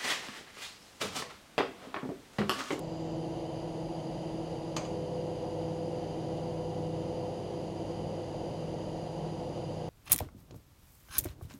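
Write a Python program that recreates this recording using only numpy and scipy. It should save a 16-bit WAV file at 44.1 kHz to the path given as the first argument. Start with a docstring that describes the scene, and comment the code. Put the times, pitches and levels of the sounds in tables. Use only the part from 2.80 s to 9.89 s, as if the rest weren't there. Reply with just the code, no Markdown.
"""A microwave oven on a table in a small room, about a metre from a camera's microphone.
From the start the fan drones and blows through the vents, and the camera's electronics whine faintly.
Near 2 s a switch clicks and the magnetron comes on: the transformer hums and the fan slows a little.
From about 4.5 s a plasma grows in the cavity; the changed load recolours the hum and slows the fan again."""
import sys
import numpy as np
from scipy import signal
from scipy.fft import rfft, irfft
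from scipy.io import wavfile

SR = 44100
rng = np.random.default_rng(int(sys.argv[2]) if len(sys.argv) > 2 else 0)


def int16_out(signal):
    """Quantize to a 16-bit WAV file."""
    q = np.round(np.clip(np.atleast_2d(signal).T, -1, 1) * 32767)
    wavfile.write(sys.argv[1], SR, q.astype(np.int16))


N = 312669
T = np.arange(N) / SR
FREQS = np.maximum(np.arange(N // 2 + 1) * SR / N, 1)
MAINS_HZ = 49.98
MAGNETRON_ON_S, PLASMA_ON_S = 1.975, 4.45


def undb(db):
    """Decibels to gain."""
    return 10 ** (np.asarray(db) / 20)


def colour(points):
    """Gain at every frequency from (frequency [Hz], level [dB]) points; silent above the last."""
    hz, db = np.transpose(points)
    return undb(np.interp(np.log(FREQS), np.log(hz), db, right=-np.inf))


def noise(gain):
    """Noise with the given amplitude per root Hz."""
    return irfft(rfft(rng.standard_normal(N)) * gain, N) * np.sqrt(SR / 2)


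def wander(rate_hz):
    """A smooth random curve of spread 1, changing about rate_hz times a second."""
    curve = irfft(rfft(rng.standard_normal(N)) * np.exp(-(FREQS / rate_hz) ** 2), N)
    return (curve - curve.mean()) / curve.std()


def tone(cycles, db):
    """A sine of the given rms level that follows a phase counted in cycles."""
    return np.sqrt(2) * undb(db) * np.sin(2 * np.pi * (cycles + rng.random()))


def settle(start_s, lag_s):
    """A rise from 0 towards 1 that begins at start_s and follows with a lag."""
    return 1 - np.exp(-np.maximum(T - start_s, 0) / lag_s)


# Tones of the four-bladed fan: (multiple of shaft rate, level at full speed [dB], level at slowest [dB])
FAN_HARMONICS = [(4, -44, -45.5), (6, -60, -59.5), (7, -61, -58), (8, -43, -51), (12, -51.5, -58.5),
                 (16, -54, -62), (18, -58.5, -65), (24, -63.5, -64)]

def fan(free_hz=40.35, sag_hz=0.19, lag_s=0.35, sway_turns=0.0038):
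    """Blade and rotor tones, shaken by uneven inflow; magnetron and plasma each slow the motor."""
    magnetron, plasma = settle(MAGNETRON_ON_S, lag_s), settle(PLASMA_ON_S, lag_s)
    shaft_hz = free_hz - sag_hz * (magnetron + plasma)
    turns = np.cumsum(shaft_hz) / SR + sway_turns * wander(1.9)
    strain = 0.59 * magnetron + 0.41 * plasma
    flutter_db = 1.65 + 1.1 * strain
    blades = 0
    for multiple, fast_db, slow_db in FAN_HARMONICS:
        db = fast_db + strain * (slow_db - fast_db) + flutter_db * wander(2.5)
        blades += tone(multiple * turns, db)
    # the rotor's slots beat with the motor's pulsing field
    slot_cycles = 18 * turns + 2 * MAINS_HZ * T
    return blades + tone(slot_cycles, db=-58.5 - 2 * strain + flutter_db * wander(2.8))


# Air rushing through the vents: (frequency [Hz], level [dB per Hz])
VENT_SPECTRUM = [(20, -80), (60, -70.5), (90, -79.5), (280, -73), (420, -76), (580, -70), (920, -77),
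                 (1100, -87), (1500, -94.5), (4300, -97.5), (5300, -106), (6000, -99), (6900, -99),
                 (7700, -116)]
# Resonances of the case and duct: (frequency [Hz], width [Hz], peak level [dB per Hz])
CASE_RESONANCES = [(134.2, 27, -62.5), (178, 26, -66.5), (205.6, 14, -68.5), (341.5, 22, -61),
                   (448.2, 5.3, -62.5), (522, 84, -66.5), (723, 20, -68), (1975, 91, -93.5),
                   (2870, 250, -88.5), (3076, 85, -87), (4720, 404, -91.5), (4850, 67, -85.5)]

def vent_air(flicker_db=0.33):
    """Turbulence hisses through the vents and rings the case."""
    power = colour(VENT_SPECTRUM) ** 2
    for hz, width_hz, db in CASE_RESONANCES:
        detuning = (FREQS - hz) / (0.67 * width_hz)
        power += (undb(db) / (1 + detuning ** 2)) ** 2
    return noise(np.sqrt(power)) * undb(flicker_db * wander(4.9))


# Steady whistles of the camera's electronics: (frequency [Hz], level [dB])
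STEADY_WHISTLES = [(8269, -85), (9647, -83), (11025, -80), (12403, -95), (13781, -96), (15159, -97)]
# One whistle that hops to a higher pitch: (start [s], end [s], frequency [Hz], level [dB])
HOPPING_WHISTLE = [(0, .363, 7289, -75), (.363, 7.1, 9721.5, -73.5)]
# Self-noise of the microphone: (frequency [Hz], level [dB per Hz])
MIC_HISS = [(20, -108), (7500, -108), (10000, -114), (12300, -115), (12600, -127), (16000, -128)]

def electronics():
    """The camera's circuits whistle thinly over the microphone's hiss."""
    steady = sum(tone(hz * T, db) for hz, db in STEADY_WHISTLES)
    hopping = sum(tone(hz * T, db) * ((T >= start) & (T < end)) for start, end, hz, db in HOPPING_WHISTLE)
    return steady + hopping + noise(colour(MIC_HISS))


# The switch contact and its bounces: (time [s], gain [dB], extra gain of the crack [dB])
SWITCH_CONTACTS = [(1.9642, -1, -0.5), (1.9688, -4, -1.5), (1.980, -9, -5), (2.05, -12, -8)]
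# Crack of the contact: (frequency [Hz], relative level [dB per Hz])
CRACK_SPECTRUM = [(300, -66), (1100, -61), (1600, -68.5), (2400, -66.5), (3700, -73.5), (4800, -67),
                  (5400, -78), (6400, -61.5), (7200, -71.5), (9200, -77.5), (10600, -97), (12000, -87),
                  (14400, -96), (15000, -120)]
# Ring of the switch and panel: (frequency [Hz], relative level [dB], time to fall 60 dB [s])
PANEL_MODES = [(608, -43.5, 0.27), (1060, -45, 0.17), (1170, -40, 0.19), (2400, -50, 0.16),
               (2860, -51.5, 0.099), (3010, -42.5, 0.067), (3418, -49.5, 0.19), (4300, -44, 0.067),
               (4870, -43, 0.076), (6440, -43, 0.045), (6750, -37, 0.055)]

def switch_click(rise_s=0.0015, crack_t60=0.049, ring_db=-2, room_db=-13, room_t60=0.47):
    """A switch snaps and bounces: short cracks, a ringing panel, then the small room's duller tail."""
    direct = 0
    for start, db, crack_db in SWITCH_CONTACTS:
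        age = np.maximum(T - start, 0)
        attack = np.minimum(age / rise_s, 1)
        crack = noise(colour(CRACK_SPECTRUM)) * undb(crack_db - 60 * age / crack_t60)
        ring = sum(tone(hz * age, mode_db - 60 * age / t60) for hz, mode_db, t60 in PANEL_MODES)
        direct += undb(db) * attack * (crack + undb(ring_db) * ring)
    room_age = np.maximum(T - SWITCH_CONTACTS[0][0], 0)
    room_spectrum = colour(CRACK_SPECTRUM) / np.hypot(1, (FREQS / 7000) ** 2)
    room_envelope = np.minimum(room_age / 0.0058, 1) * undb(room_db - 60 * room_age / room_t60)
    return direct + noise(room_spectrum) * room_envelope


# Transformer hum: (multiple of twice the mains rate, plain-load level [dB], full-plasma level [dB])
HUM_HARMONICS = [(1, -48.5, -46), (2, -54, -53.5), (3, -60, -79), (4, -48.5, -55), (5, -41, -49.5),
                 (6, -63, -60), (7, -54, -57), (8, -58, -68), (9, -65.5, -58.5), (10, -66, -87)]

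def transformer_hum(warming_db_per_s=-0.5, plasma_share=0.7, waver_db=0.86, flicker_db=2.5):
    """The powered core flexes twice a mains cycle; the plasma recolours the hum and makes it flicker."""
    drive = settle(MAGNETRON_ON_S, lag_s=0.069) * undb(warming_db_per_s * (T - MAGNETRON_ON_S))
    plasma = plasma_share * settle(PLASMA_ON_S, lag_s=0.64)
    swell_db = 1.5 * np.cos(2 * np.pi * (T - 2.75) / 1.49)
    hum = 0
    for multiple, plain_db, plasma_db in HUM_HARMONICS:
        shift_db = plasma * (plasma_db - plain_db + flicker_db * wander(4))
        gain = drive * undb(plain_db + shift_db + waver_db * wander(1.8))
        if multiple == 1:  # the fan motor keeps the lowest note going throughout
            gain = np.maximum(gain, undb(-58))
        if multiple == 5:  # the loudest overtone slowly swells and sinks
            gain *= undb(swell_db)
        hum += gain * tone(multiple * 2 * MAINS_HZ * T, db=0)
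    return hum


def scene():
    """The oven from a metre away, with the camera's own noise, in mono."""
    oven = fan() + vent_air() + transformer_hum() + switch_click()
    return (oven + electronics())[None]


def record(dry, low_hz=24, top_hz=15650):
    """The camera cuts the deepest bass and the highest treble from its microphone."""
    low_cut = signal.butter(6, low_hz, "high", fs=SR, output="sos")
    high_cut = signal.ellip(8, 0.2, 70, top_hz, fs=SR, output="sos")
    return signal.sosfilt(high_cut, signal.sosfilt(low_cut, dry))


dry = scene()
out = record(dry)
int16_out(out)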